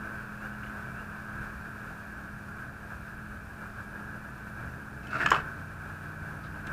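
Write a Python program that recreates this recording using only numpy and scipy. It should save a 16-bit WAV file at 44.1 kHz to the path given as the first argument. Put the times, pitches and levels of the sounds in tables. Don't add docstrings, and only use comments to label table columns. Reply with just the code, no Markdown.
import sys
import numpy as np
from scipy import signal
from scipy.fft import rfft, irfft
from scipy.io import wavfile

SR = 44100
rng = np.random.default_rng(int(sys.argv[2]) if len(sys.argv) > 2 else 0)


def gain_from_db(level_db):
    decades = np.asarray(level_db, float) / 20
    return 10 ** decades


def output_pcm(signal):
    pcm = np.clip(np.atleast_2d(signal).T, -1, 1) * 32767
    wavfile.write(sys.argv[1], SR, np.round(pcm).astype(np.int16))


N = 296386

MOTOR_HZ, FAN_HZ, TRILL_HZ = 109.15, 41.75, 36.33
AIR_DB, RUMBLE_DB, HISS_DB = -47, -48, -63
CLICK_HZ = (1400, 1700)

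# time in seconds, level in dB.
LOAD = [(0, 0), (1.1, 0), (2.2, -1), (3.2, -2), (4.3, -2), (5.7, -2), (6.72, 0)]
# centre in seconds, lift in dB, length in seconds.
GUSTS = [(0.117, 4, 0.28), (0.465, 3, 0.16), (0.693, 2.5, 0.29), (.88, 2, 0.51), (1.11, 0.5, 0.1),
         (1.414, 3, 0.4), (1.875, 3.5, 0.17), (2.25, 0.4, 0.33), (2.493, 2, 0.23), (2.75, -0.5, 0.13),
         (2.924, 3, 0.097), (3.08, 2, 0.096), (3.654, 3.5, .15), (3.8, 3, 0.14), (3.97, 4, 0.23),
         (4.164, 2, 0.078), (4.477, 3, 0.088), (4.72, 3, 0.52), (5.48, 5, 0.16), (5.6, 2.5, .1),
         (5.873, 2.5, 0.29), (6.31, 3, 0.28), (6.699, 5, .15)]
# frequency in Hz, density in dB per Hz.
AIRFLOW = [(250, -11), (450, -12.5), (700, -11.5), (1020, -8.5), (1230, -6.5), (1290, -5), (1560, 0),
           (1705, -5), (1740, -8), (2080, -21.5), (2400, -16), (2700, -21), (3150, -32.5), (5000, -37),
           (8000, -60)]
# multiple of the motor speed, level in dB.
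MOTOR = [(3, -68), (6, -73), (10, -67), (12, -59.5), (13, -60), (14, -51.5), (15, -57), (16, -68.5),
         (17, -77), (21, -76.5)]
# multiple of the fan speed, level in dB.
FAN = [(3, -58), (5, -51.5), (8, -71), (10, -69), (12, -92)]
# time in seconds, level of the loudest fan tone in dB.
FAN_LEVEL = [(0, -48), (.5, -47), (1.2, -49.5), (1.7, -52), (2.4, -50.5), (3.3, -53), (3.9, -50.5),
             (4.4, -55), (5.3, -50), (5.7, -56), (6.0, -54), (6.72, -53.5)]
# frequency in Hz, width in Hz, level in dB.
PANELS = [(40.7, 15, -62), (63, 5.1, -55), (83.9, 2.7, -63.5), (105.5, 5.9, -57.5), (127.6, 3.6, -59),
          (170.4, 6, -57), (262, 2.8, -69.5), (290.3, 11.5, -69.5), (583, 7.7, -75.5), (593, 9.2, -70.5),
          (677.3, 6.9, -66), (1276, 4.8, -61.5), (1387, 7.3, -58.5), (1455, 13, -62), (1626, 2.5, -56),
          (1700, 42, -58.5), (2260, 6, -90), (2340, 5.5, -70)]
# frequency in Hz, density in dB per Hz.
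RUMBLE = [(12, -36), (20, 0), (70, 5.5), (161, 2.5), (201, -2), (225, -4.5), (256, -2.5), (281, -4.5),
          (532, -14), (676, -10.5), (900, -14.5), (1170, -33), (1980, -120)]
# time in seconds, level in dB.
TYRES = [(0, 1), (.3, -2.5), (1, -1.5), (1.5, -2.5), (2.7, 0), (3.4, -1.5), (3.9, 2.5), (4.4, -0.5),
         (5, 2.5), (5.8, 0.5), (6.72, 2)]
# centre in seconds, lift in dB, length in seconds.
PASSES = [(.28, -0.5, 0.28), (.75, 2, .2), (1.1, 5.5, .2), (1.4, 7, 0.24), (2.34, 3.5, 0.32),
          (3.82, 5, 0.3), (4.62, 3.5, .2), (5.33, 6, .3), (6.5, 6, 0.28)]
# frequency in Hz, density in dB per Hz.
HISS = [(1470, -44), (2500, -3), (2850, -11.5), (3220, -12.5), (8250, -15.5), (9680, -16.5), (10100, -16.5),
        (14200, -16.5), (14900, -17.5), (15600, -29)]
# start in seconds, length in seconds, first pitch in Hz, last pitch in Hz, level in dB.
CHIRPS = [
    (.35, .12, 2430, 2890, -61),
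    (.51, .05, 2800, 2880, -64),
    (.93, .11, 2520, 2890, -60),
]
# start in seconds, peak in dB, length in ms, bottom and top in Hz.
TICKS = [
    (.631, -39, 12, 1700, 2950),
    (.66, -45, 21, 1800, 3220),
    (5.106, -46, 8, 2400, 5460),
    (5.3045, -36, 3.7, 11000, 15300),
    (6.435, -48, 32, 1900, 4800),
    (6.668, -37.5, 5.1, 2400, 9400),
    (6.669, -37.5, 11, 1802, 3600),
]
# time in seconds, cycle rate in Hz, fifth harmonic level in dB.
ENGINE = [(4.2, 20.4, -56), (4.59, 23.54, -49.5), (4.72, 25.76, -50), (5.15, 29.1, -59.5),
          (5.38, 30.15, -50), (5.7, 30.1, -50.5), (6.19, 30.57, -48), (6.33, 29.7, -47.5),
          (6.72, 30.76, -51.5)]
# time in seconds, level in dB, housing ring in Hz.
SWING = [
    (5.03, -56, 1490),
    (5.1, -48, 1450),
    (5.112, -37.5, 1400),
    (5.14, -37.5, 1380),
    (5.185, -34, 1260),
    (5.2, -34, 1550),
    (5.225, -31, 1610),
    (5.25, -34.5, 1460),
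    (5.314, -40, 1410),
]
# start in seconds, peak in dB, steel rings relative dB, latch rings relative dB.
CLICKS = [
    (5.0694, -51.5, 10, -3),
    (5.26, -40, 13, 3),
    (5.2868, -31, -2, -13),
    (5.3045, -29.5, 3, -3),
]
# start in seconds, peak in dB, main ring in Hz, second ring in Hz, brightness in dB.
KNOCKS = [(5.131, -27, 1280, 1480, -24), (5.1426, -24, 1350, 1530, -22), (5.1546, -20.5, 1330, 1440, -26),
          (5.172, -35, 1270, 1510, -20), (5.182, -32, 1210, 1480, -15), (5.2086, -22, 1420, 1720, -15),
          (5.2165, -21.5, 1480, 1730, -11), (5.2235, -23, 1620, 1480, -16), (5.2305, -22, 1390, 1700, -18),
          (5.26, -10, 1660, 1214, -10.5), (5.266, -21, 1720, 1580, -16), (5.2725, -20.5, 1190, 1300, -13),
          (5.3162, -4, 1080, 1593, -18), (5.3252, -14, 1146, 1390, -11.5), (5.3327, -16.5, 885, 1200, -20),
          (5.3440, -22, 1120, 1480, -5), (5.3525, -25, 1190, 1280, -25), (5.3614, -18, 1110, 1520, -16),
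          (5.3715, -21, 1215, 1430, -23)]
# frequency in Hz, width in Hz, level in dB.
STEEL = [(1850, 300, 3), (2520, 530, -1.5), (2890, 340, -8)]
# frequency in Hz, width in Hz, level in dB.
LATCH = [(3980, 440, 2.5), (5200, 780, 4), (6600, 600, 3), (7320, 390, 5.5), (11560, 700, -11)]
# start in seconds, level in dB, ring in Hz, 60 dB decay time in seconds.
THUMPS = [(5.14, -34, 129, 0.41), (5.24, -29.5, 145, 0.24), (5.15, -43, 286, 0.23), (5.2, -41, 252, .15),
          (5.245, -37, 272, 0.21), (5.27, -31, 149, 0.17), (5.316, -43, 102, 0.28), (5.317, -37, 330, 0.16),
          (5.37, -37, 138, .2)]
# time in seconds, level in dB, housing ring in Hz.
RATTLE = [
    (5.314, -38, 1310),
    (5.35, -30, 1270),
    (5.39, -37.5, 1420),
    (5.41, -42, 1520),
    (5.47, -66, 1510),
]


def evened(x):
    return x / np.sqrt(np.mean(x ** 2) + 1e-20)


def add(mix, s, sound):
    part = mix[round(s * SR):][:len(sound)]
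    part += sound[:len(part)]


def columns(rows, t):
    s, *rest = np.transpose(rows)
    return [np.interp(t, s, c) for c in rest]


def humps(rows, t):
    return sum(db * np.cos(np.pi * np.clip((t - s) / length, -.5, .5)) ** 2 for s, db, length in rows)


def drift(rate_hz):
    steps = rng.standard_normal(800)
    return np.interp(np.arange(N) / SR * rate_hz, np.arange(800), steps)


def coloured(points):
    f, db = np.transpose(points)
    hz = np.fft.rfftfreq(N, 1 / SR)
    gain = gain_from_db(np.interp(np.log(hz + 1), np.log(f + 1), db))
    return evened(irfft(rfft(rng.standard_normal(N)) * gain, N))


def resonate(x, hz, width):
    turn = np.exp(2j * np.pi * np.cumsum(hz * np.ones(len(x))) / SR)
    r = np.exp(-np.pi * width / SR)
    return 2 * (turn * signal.lfilter([1 - r], [1, -r], x / turn)).real


def rings(x, modes):
    return evened(sum(gain_from_db(db) * resonate(resonate(x, f, w), f, w) for f, w, db in modes))


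def tones(hz, table, waver_db):
    turns = np.cumsum(hz * np.ones(N)) / SR
    total = np.zeros(N)
    for k, db in table:
        level = gain_from_db(db + waver_db * drift(8.9)) * np.sqrt(2)
        total += level * np.sin(2 * np.pi * (k * turns + rng.random()))
    return total


def whistles():
    hz = np.fft.rfftfreq(N, 1 / SR)
    power = np.zeros(len(hz))
    for f, width, db in PANELS:
        peak = (1 + ((hz - f) / width) ** 2) ** -2.0
        power += gain_from_db(2 * db) * peak / peak.mean()
    return irfft(rfft(rng.standard_normal(N)) * np.sqrt(power), N)


def cooling_unit():
    t = np.arange(N) / SR
    gust_db = humps(GUSTS, t)
    level_db = columns(LOAD, t)[0] + gust_db
    swell_db = level_db - level_db.mean() + 0.97 * drift(18)

    air = coloured(AIRFLOW) * (1 + 0.17 * np.cos(2 * np.pi * MOTOR_HZ * t))
    treble = signal.sosfiltfilt(signal.butter(4, 2050, "high", fs=SR, output="sos"), air)
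    air = air + treble * (gain_from_db(-0.5 * (gust_db - gust_db.mean())) - 1)

    motor = tones(MOTOR_HZ * (1 + 0.001128 * drift(3.076)), MOTOR, waver_db=0) * gain_from_db(1.93 * drift(10))
    fan_db = columns(FAN_LEVEL, t)[0]
    fan = tones(FAN_HZ * (1 + 0.0021 * drift(2.564)), FAN, waver_db=0.94)
    fan = fan * gain_from_db(fan_db - fan_db.mean() + 1.5 * drift(6))

    drone = gain_from_db(AIR_DB + 1.05 * swell_db) * air + gain_from_db(0.51 * swell_db) * whistles()
    return drone + gain_from_db(1.2 * swell_db) * motor + fan, swell_db


def traffic(swell_db):
    t = np.arange(N) / SR
    wash = coloured(RUMBLE)
    deep = signal.sosfiltfilt(signal.butter(2, 190, fs=SR, output="sos"), wash)
    deep_db = humps(PASSES, t) - 1.5 + 1.4 * drift(4.45)
    upper_db = columns(TYRES, t)[0] + 0.75 * drift(4.5) + 0.41 * swell_db
    return gain_from_db(RUMBLE_DB) * (gain_from_db(deep_db) * deep + gain_from_db(upper_db) * (wash - deep))


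def cricket():
    since = np.cumsum(1 + .0007 * drift(4)) / SR % (1 / TRILL_HZ)
    note = np.sin(2 * np.pi * 9480 * since) + .9 * np.sin(2 * np.pi * 9560 * since)
    stroke = np.sin(np.pi * np.clip(since / .017, 0, 1)) * note
    haze = evened(resonate(rng.standard_normal(N), 9460, 200))
    return gain_from_db(-79.5 + 1.3 * drift(5)) * evened(stroke) + gain_from_db(-83) * haze


def capsule_hiss(swell_db):
    return gain_from_db(HISS_DB + .5 * swell_db + 0.44 * drift(25)) * coloured(HISS)


def chirp(length, from_hz, to_hz, db):
    hz = np.linspace(from_hz, to_hz, round(length * SR))
    voice = 1.3 * np.cos(2 * np.pi * np.cumsum(hz) / SR) + 7 * rng.standard_normal(len(hz))
    return gain_from_db(db) * evened(resonate(voice, hz, 60)) * np.hanning(len(hz)) ** .4


def yard(x):
    taps = np.zeros(SR // 3)
    at = np.arange(300, len(taps) - 20, 20)
    taps[at + rng.integers(0, 20, len(at))] = rng.choice([-1., 1.], len(at))
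    taps *= gain_from_db(-60 * np.arange(len(taps)) / SR / 0.24)
    taps = signal.lfilter([1], [1, -.6], taps)
    return signal.fftconvolve(x, taps / np.linalg.norm(taps))[:N]


def tick(db, length_ms, low_hz, top_hz):
    ms = np.arange(3000) / SR * 1000
    band = signal.butter(3, [low_hz, top_hz], "band", fs=SR, output="sos")
    grit = signal.sosfilt(band, rng.standard_normal(len(ms)))
    grit = evened(signal.lfilter([1], [1, -.7], grit))
    age = ms / length_ms
    fall_db = 4 * age + 20 * np.maximum(age - 1, 0)
    return gain_from_db(db - 9.5 - fall_db) * grit * np.clip(ms / 1.3, 0, 1)


def far_engine():
    t = np.arange(N) / SR
    hz, level_db = columns(ENGINE, t)
    turns = 2 * np.pi * np.cumsum(hz) / SR
    sound = gain_from_db(-2 + 2.2 * drift(9)) * np.sin(3 * turns) + np.sin(5 * turns) + gain_from_db(-13) * np.sin(10 * turns)
    fade_in = np.clip((t - ENGINE[0][0]) / 0.2, 0, 1)
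    return np.sqrt(2) * sound * gain_from_db(level_db + 1.2 * drift(7.9)) * fade_in


def pivot(course, bite_db, colour_db):
    t = np.arange(course[0][0], course[-1][0], 1 / SR)
    level_db, hz = columns(course, t)
    bright_db = colour_db + bite_db * np.exp(-(t - t[0]) / 0.03)
    size_db = 2.5 * np.minimum(rng.exponential(1, len(t)), 3)
    slips = rng.standard_normal(len(t)) * gain_from_db(size_db) * (rng.random(len(t)) < 4000 / SR)

    body = evened(resonate(resonate(slips, hz, 340), hz, 340))
    body = body + gain_from_db(-7) * rings(slips, [(650, 170, -3), (360, 430, -9), (925, 370, -6.5)])
    mid = rings(slips, [(2600, 200, 6), (2090, 250, 2.5), (3230, 1300, -16)])
    scrape = evened(slips) + 1.6 * rng.standard_normal(len(t))
    broad = rings(scrape, [(4150, 2100, 3), (7000, 3500, -13)])
    sound = body + gain_from_db(bright_db - 10.5) * mid + gain_from_db(bright_db - 24) * broad
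    return t[0], gain_from_db(level_db) * sound


def knock(db, low_hz, high_hz, mid_db, treble_db):
    ms = np.arange(1300) / SR * 1000
    rise = np.sin(np.pi / 2 * np.clip(ms / .7, 0, 1)) ** 2
    shape = rise * gain_from_db(-7 * np.maximum(ms - 5.6, 0) - 0.6 * ms)
    low, high = 2 * np.pi * np.outer([low_hz, high_hz], ms) / 1000
    body = np.sin(low) - 0.63 * np.sin(high + 2.2)
    body += 0.48 * np.sin(0.443 * low + 0.552 * high + 0.51)
    body += 0.22 * np.sin(0.462 * low) + 0.2 * np.sin(0.617 * low)
    chatter = rng.standard_normal(len(ms))
    upper = gain_from_db(mid_db) * rings(chatter, STEEL) + gain_from_db(treble_db) * rings(chatter, LATCH)
    return gain_from_db(db - 6) * shape * (body + upper * gain_from_db(-.7 * ms + 5.5))


def latch_click(db, mid_db, treble_db):
    return knock(db, *CLICK_HZ, mid_db, treble_db)


def steel_knock(db, low_hz, high_hz, bright_db):
    return knock(db, low_hz, high_hz, bright_db, -27 + 0.28 * bright_db)


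def thump(db, hz, t60):
    t = np.arange(9000) / SR
    return gain_from_db(db - 60 * t / np.clip(t60, .05, .4)) * np.sin(2 * np.pi * hz * t) * np.clip(t / 0.0079, 0, 1)


def scene():
    near = np.zeros(N)
    events = ((CHIRPS, chirp), (TICKS, tick), (CLICKS, latch_click), (KNOCKS, steel_knock), (THUMPS, thump))
    for table, source in events:
        for s, *row in table:
            add(near, s, source(*row))
    add(near, *pivot(SWING, bite_db=14, colour_db=0))
    add(near, *pivot(RATTLE, bite_db=0, colour_db=-1.5))
    drone, swell_db = cooling_unit()
    background = drone + traffic(swell_db) + cricket() + capsule_hiss(swell_db) + far_engine()
    return (near + gain_from_db(-14) * yard(near) + background)[None]


def top_cut(x):
    return signal.sosfilt(signal.butter(12, 15710, fs=SR, output="sos"), x)


def record(dry):
    mix = signal.oaconvolve(dry, signal.firwin(401, 15700, fs=SR)[None], "same")
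    return top_cut(mix)


dry = scene()
out = record(dry)
output_pcm(out)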